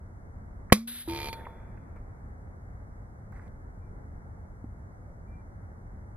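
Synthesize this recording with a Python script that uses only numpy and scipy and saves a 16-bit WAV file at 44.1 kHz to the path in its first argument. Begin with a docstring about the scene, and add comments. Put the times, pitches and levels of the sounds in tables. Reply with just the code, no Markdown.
"""A snowy field, a step from a camera: a compressed air launcher fires once. The trigger clicks, pressure
fronts and a turbulent jet leave the muzzle, and the barrel's air column rings. Gas hisses back in, the
action closes, and the refill valve chatters and sets the tank ringing; far houses echo the blast.
The camera ducks its gain at the blast. Behind lie a sleeve rustle, faint far calls and a low rumble."""
import sys
import numpy as np
from scipy import signal
from scipy.fft import rfft, irfft, next_fast_len
from scipy.io import wavfile
from scipy.ndimage import map_coordinates

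SR = 44100
rng = np.random.default_rng(int(sys.argv[2]) if len(sys.argv) > 2 else 0)


def master(y):
    """Save y as 16-bit WAV."""
    cut = np.clip(np.atleast_2d(y).T, -1, 1)
    pcm = np.round(cut * 32767)  # scale
    wavfile.write(sys.argv[1], SR, pcm.astype(np.int16))


N = 271876

# pressure fronts: t/s, level/dB, time constant/s
PRESSURE_FRONTS = [(0.7229, 10.5, .00045), (0.7239, 20.5, 0.0012)]
# muzzle resonances: f/Hz, relative level/dB, t60/s
MUZZLE_MODES = [(500, -1, .055), (697.8, -6.5, 0.022), (1099.4, 2.5, .03), (1910, -3, 0.033),
                (2260, -4, .025)]
# spectra of the jet and of gas in a narrow throat: f/Hz, relative level/dB
JET_SPECTRUM = [(100, -5.5), (500, 1), (880, -8), (1200, 3), (1600, -8.5), (2300, 2.5), (2850, -15.5),
                (3400, -2), (5200, -3.5), (8000, -12), (11000, 1), (14000, -10), (16000, -25.5)]
HISS_SPECTRUM = [(300, -15.5), (950, -17), (1700, -5.5), (2400, -11), (2850, -11.5), (3600, 0),
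                 (4900, -13.5), (8000, -21.5), (9500, -4), (11200, 4.5), (13000, -6), (14200, -11.5),
                 (15000, -35)]


def blast():
    """Pressure fronts leave the muzzle, then the turbulent jet roars and trails off."""
    fronts = 0
    for start_s, db, tau_s in PRESSURE_FRONTS:
        age = since(start_s) / tau_s
        outflow = (1 - np.exp(-6 * age)) * age * np.exp(-age)
        fronts -= amp(db) * np.gradient(outflow) * tau_s * SR  # pressure follows the change of flow
    muzzle = amp(-2.5) * ring(MUZZLE_MODES, .7238)
    roar = (amp(7) * burst(.7255, t60_s=.012, attack_s=.0012)
            + amp(-2.5) * burst(.7228, t60_s=.055)
            + amp(-19.5) * burst(.728, t60_s=.22))
    shriek = amp(2.5) * np.exp(-((clock() - .7266) / .0016) ** 2)  # narrow throat at peak flow
    return fronts - muzzle + roar * noise(JET_SPECTRUM) + shriek * noise(HISS_SPECTRUM)


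# barrel air column: t/s, level/dB, first f/Hz, last f/Hz, t60/s
BARREL_RINGS = [(0.7244, -4, 195.6, 228, 0.1), (0.7256, -14.5, 205.2, 242, 0.59),
                (1.077, -27.5, 328, 345, 0.47)]


def barrel(glide_s=.1):
    """The tube rings at the shot and as the action closes, sharpening as the cold gas leaves."""
    out = 0
    for start_s, db, first_hz, last_hz, t60_s in BARREL_RINGS:
        pitch_hz = last_hz + (first_hz - last_hz) * np.exp(-since(start_s) / glide_s)
        phase = 2 * np.pi * np.cumsum(pitch_hz * (clock() > start_s)) / SR
        out += amp(db) * burst(start_s, t60_s, attack_s=.00077) * np.sin(phase)
    return out


# valve resonances: f/Hz, relative level/dB, t60/s
VALVE_MODES = [(463, -1.5, 0.037), (680, -7, 0.024), (1260, -5.5, 0.031), (2377, 0, 0.065),
               (3300, 0, 0.0073), (4050, -9, 0.04), (4200, -8, 0.046), (4340, -5.5, 0.085),
               (4670, -11, .035)]
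# spectrum of slaps and puffs: f/Hz, relative level/dB
SPUTTER_SPECTRUM = [(200, -4), (1000, -2.5), (1900, -7), (2400, 5), (2850, -29), (3300, 2.5), (4400, -6),
                    (6000, -9), (8000, -23.5), (9500, -25), (11700, 0), (13400, -17), (14500, -39)]
# final seating beat: t/s, relative level/dB
SEATING_BEAT = (1.329, -0.39)
CHATTER_START_S, BEAT_COUNT = 1.0858, 16


def valve(soft_start_db=-7.5, swell_beats=5.8):
    """The valve slaps its seat in a hardening train; each beat lets a puff through and rebounds."""
    beats = np.zeros(N)
    beat_db = soft_start_db * np.exp(-np.arange(BEAT_COUNT) / swell_beats)
    beats[np.round(beat_times() * SR).astype(int)] = amp(beat_db)
    seat_s, seat_db = SEATING_BEAT
    beats[round(seat_s * SR)] = amp(seat_db)
    each_beat = lambda shape: signal.fftconvolve(beats, shape)[:N]
    rebound = amp(-9.5) * burst(.0066, t60_s=.019, attack_s=.00062)
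    slap = burst(0, t60_s=.011, attack_s=.0004) + rebound
    casing = each_beat(slap * noise(SPUTTER_SPECTRUM))  # same answer to every slap: a pitched buzz
    puffs = each_beat(slap) * noise(SPUTTER_SPECTRUM)
    return amp(-37.5) * each_beat(ring(VALVE_MODES, 0)) + amp(-29) * casing + amp(-32.5) * puffs


def beat_times(first_gap_s=.0115, settled_gap_s=.0141, settle_beats=4):
    """The valve's chatter slows towards a steady pace."""
    unsettled = np.exp(-np.arange(BEAT_COUNT - 1) / settle_beats)
    gaps_s = settled_gap_s + (first_gap_s - settled_gap_s) * unsettled
    return CHATTER_START_S + np.append(0, np.cumsum(gaps_s))


def refill(open_s=.873, shut_s=1.021, leak_start_s=1.075):
    """Gas surges and hisses through a narrow port into the chamber, then leaks past the valve."""
    surge_db = 7.5 * np.exp(-since(open_s) / .039)
    flow = amp(-30.5 + surge_db) * held(open_s, shut_s, t60_s=.18, attack_s=.0018)
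    leak = amp(-48.5) * held(leak_start_s, beat_times()[-1], t60_s=.48, attack_s=.0014)
    return (flow + leak) * amp(.77 * wobble(90)) * noise(HISS_SPECTRUM)


# tank resonances: f/Hz, level/dB, t60/s
TANK_MODES = [(907, -42, 1.07), (2370, -57, 0.46), (3430, -57.5, 1), (4530, -66, 0.48)]


def tank(rise_s=.0091):
    """The tank rings with the valve's chatter and lingers, the higher modes more blurred."""
    swell = 1 - np.exp(-since(CHATTER_START_S) / rise_s)
    after_s = since(beat_times()[-1])
    out = 0
    for hz, db, t60_s in TANK_MODES:
        blur_rad = hz / 2600 * wobble(hz / 20)
        level_db = db + wobble(25.55) - 60 * after_s / t60_s
        out += amp(level_db) * np.sin(2 * np.pi * hz * clock() + blur_rad)
    return swell * out


# clicks and knocks: t/s, level before filtering/dB, centre f/Hz
LAUNCHER_KNOCKS = [(0.7001, -32.5, 1550), (1.076, -30, 810), (1.394, -44, 1830), (1.409, -38.5, 1824),
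                   (1.452, -36, 2290), (1.467, -28.5, 930), (1.775, -45.5, 1858), (3.324, -42, 1069),
                   (3.3947, -42, 1470), (4.642, -32, 245)]


def knocks(width_hz=1150, widest_octaves=1.9, edge_hz=2500, contact_cycles=7):
    """Mechanism and handling: each hard touch excites a dull, quickly damped body."""
    out = 0
    for start_s, db, centre_hz in LAUNCHER_KNOCKS:
        octaves = min(width_hz / centre_hz, widest_octaves)

        def body(hz):
            band = 2 ** -((np.log2((hz + 1) / centre_hz) / octaves) ** 2)
            return band * rolloff(hz, edge_hz, order=5)

        grain = burst(start_s, t60_s=.022) * unit(filtered(rng.standard_normal(N), body))
        contact = ring([(centre_hz, -.5, contact_cycles / centre_hz)], start_s)
        out += amp(db) * filtered(contact + grain, body)
    return out


# rubbing cloth: f/Hz, relative level/dB
CLOTH_SPECTRUM = [(200, -12.5), (700, 1), (2100, 0.5), (2900, -28.5), (11000, -18.5), (13000, -37.5)]


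def sleeve(grip_s=3.322, slip_s=3.48):
    """Cloth grips with a tick, rubs on more lightly and slips free with another."""
    grip_db = 3 * np.exp(-since(grip_s) / .04)
    rub = amp(-63.5 + grip_db + 1.8 * wobble(70)) * held(grip_s, slip_s, t60_s=.04, attack_s=.004)
    ticks = sum(burst(start_s, t60_s=.003, attack_s=.0001) for start_s in (grip_s, slip_s))
    return rub * noise(CLOTH_SPECTRUM) + amp(-51) * ticks * rng.standard_normal(N)


# returns from the houses: t/s, level/dB, t60/s
HOUSE_ECHOES = [(1.33, -51.5, 2.08), (1.957, -46.5, 0.086)]
# their spectrum: f/Hz, relative level/dB
ECHO_SPECTRUM = [(150, -16), (450, 10), (900, 2), (1500, 1), (2300, -4), (3000, -32), (6000, -36)]


def echoes():
    """The blast returns from far houses as noise, dulled by the way back."""
    returns = sum(amp(db) * burst(start_s, t60_s, attack_s=.0038) for start_s, db, t60_s in HOUSE_ECHOES)
    return returns * noise(ECHO_SPECTRUM)


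# calls: t/s, length/s, f/Hz, level/dB
FAR_CALLS = [(3.799, .13, 2342, -78.5), (5.03, 0.18, 565.6, -56), (5.27, 0.17, 2353, -68.5)]


def far_calls():
    """Thin, wavering tones from across the field."""
    out = 0
    for start_s, length_s, hz, db in FAR_CALLS:
        swell = np.sin(np.pi * np.clip(since(start_s) / length_s, 0, 1))
        out += amp(db + 5.2 * wobble(50)) * swell * np.sin(2 * np.pi * hz * clock() + wobble(80))
    return out


# spectra of the rumble and the faint hiss: f/Hz, relative level/dB
RUMBLE_SPECTRUM = [(12, -38.5), (20, -9), (48, -3), (102, -4), (135, -13.5), (204, -16), (320, -23.5),
                   (353, -24.5), (839, -26.5), (1130, -31.5), (1400, -31), (2200, -40), (2860, -74.5),
                   (4840, -120)]
FLOOR_SPECTRUM = [(2000, -4.5), (3000, -6.5), (4800, -2), (5600, 0), (11800, 0), (12800, -15), (16000, -21)]


def outdoors():
    """A far, steady rumble under a very faint hiss."""
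    rumble = amp(-44 + .27 * wobble(1.7) + .63 * wobble(10)) * air(RUMBLE_SPECTRUM, edge_hz=2250)
    return rumble + amp(-78.5) * air(FLOOR_SPECTRUM, edge_hz=14000)


# outdoor air: f/Hz, left-right correlation
AIR_CORRELATION = [(60, 0.99), (180, 0.85), (550, 0.2), (1650, -0.7), (4970, -0.73), (15000, -0.62)]


def air(spectrum, edge_hz):
    """Stereo noise of rms 1 that falls steeply above an edge."""
    def response(hz):
        angle = np.arccos(np.clip(along(AIR_CORRELATION, hz), -1, 1)) / 2
        shares = np.array([np.cos(angle), np.sin(angle)])
        return amp(along(spectrum, hz)) * rolloff(hz, edge_hz, order=20) * shares

    mid, side = filtered(rng.standard_normal((2, N)), response)
    return unit(np.array([mid + side, mid - side]))


# launcher at the two microphone ports: f/Hz, left minus right level/dB
PORT_BALANCE = [(200, -0.5), (700, -0.5), (1300, -3.5), (2400, -7), (4400, -0.5), (8000, -0.5), (14000, 4)]


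def microphone_ports(x, delay_s=.00008, max_lag_rad=2.8, scatter_hz=1200):
    """Sound from the right reaches that port first; the snow scatters a little treble back."""
    sides = np.array([[.5], [-.5]])
    lag_rad = lambda hz: max_lag_rad * np.tanh(2 * np.pi * hz * delay_s / max_lag_rad)
    direct = filtered(x, lambda hz: amp(sides * along(PORT_BALANCE, hz))
                      * np.exp(-1j * sides * lag_rad(hz)))
    tail = rng.standard_normal((2, N)) * burst(.00018, t60_s=.015)
    scatter = signal.fftconvolve(x[None], tail / np.linalg.norm(tail[0]), axes=1)[:, :N]
    return direct + amp(-10.5) * filtered(scatter, lambda hz: hz ** 2 / (hz ** 2 + scatter_hz ** 2))


def amp(db):
    """Decibels to gain."""
    return 10 ** (np.asarray(db) / 20)


def unit(x):
    """Scale to rms 1."""
    return x / np.sqrt(np.mean(x ** 2) + 1e-20)


def along(points, hz):
    """Read (f/Hz, value) points on a log axis."""
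    knots_hz, values = np.transpose(points)
    return np.interp(np.log(hz + 1), np.log(knots_hz + 1), values)


def clock():
    """Sample times in seconds."""
    return np.arange(N) / SR


def since(start_s):
    """Seconds since the start, zero before it."""
    return np.maximum(clock() - start_s, 0)


def wobble(knots_per_s):
    """Smooth random curve."""
    return map_coordinates(rng.standard_normal(int(N * knots_per_s / SR) + 4), [clock() * knots_per_s])


def rolloff(hz, edge_hz, order):
    """Low-pass gain."""
    return 1 / np.sqrt(1 + (hz / edge_hz) ** (2 * order))


def filtered(x, response):
    """Apply a frequency response."""
    size = next_fast_len(N + 8192)
    return irfft(rfft(x, size) * response(np.fft.rfftfreq(size, 1 / SR)), size)[..., :N]


def noise(spectrum):
    """Coloured noise of rms 1."""
    return unit(filtered(rng.standard_normal(N), lambda hz: amp(along(spectrum, hz))))


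def held(start_s, end_s, t60_s, attack_s):
    """Envelope: rise, hold, decay."""
    rise = 1 - np.exp(-since(start_s) / attack_s)
    return rise * np.exp(-np.minimum(np.log(1000) * since(end_s) / t60_s, 20))


def burst(start_s, t60_s, attack_s=.0027):
    """Envelope: rise, decay."""
    return held(start_s, start_s, t60_s, attack_s)


def ring(modes, start_s):
    """Damped modes, struck once."""
    return sum(amp(db) * burst(start_s, t60_s, attack_s=.0001) * np.sin(2 * np.pi * hz * since(start_s))
               for hz, db, t60_s in modes)


def scene():
    """The launcher close by, the field all around."""
    close = blast() + barrel() + refill() + valve() + tank() + sleeve() + knocks()
    return microphone_ports(close) + echoes() + far_calls() + outdoors()


def record(dry, duck_db=12, hold_s=.3016, release_s=.039, top_hz=15600):
    """An overload turns the camera's gain down for a moment; the peak still clips."""
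    overload = np.abs(dry).max(axis=0) > .5
    since_overload_s = clock() - np.maximum.accumulate(np.where(overload, clock(), -10))
    ducked = dry * amp(-duck_db * np.clip(1 - (since_overload_s - hold_s) / release_s, 0, 1))
    clipped = ducked / (1 + ducked ** 6) ** (1 / 6)
    return filtered(clipped, lambda hz: rolloff(hz, top_hz, order=40))


dry = scene()
out = record(dry)
master(out)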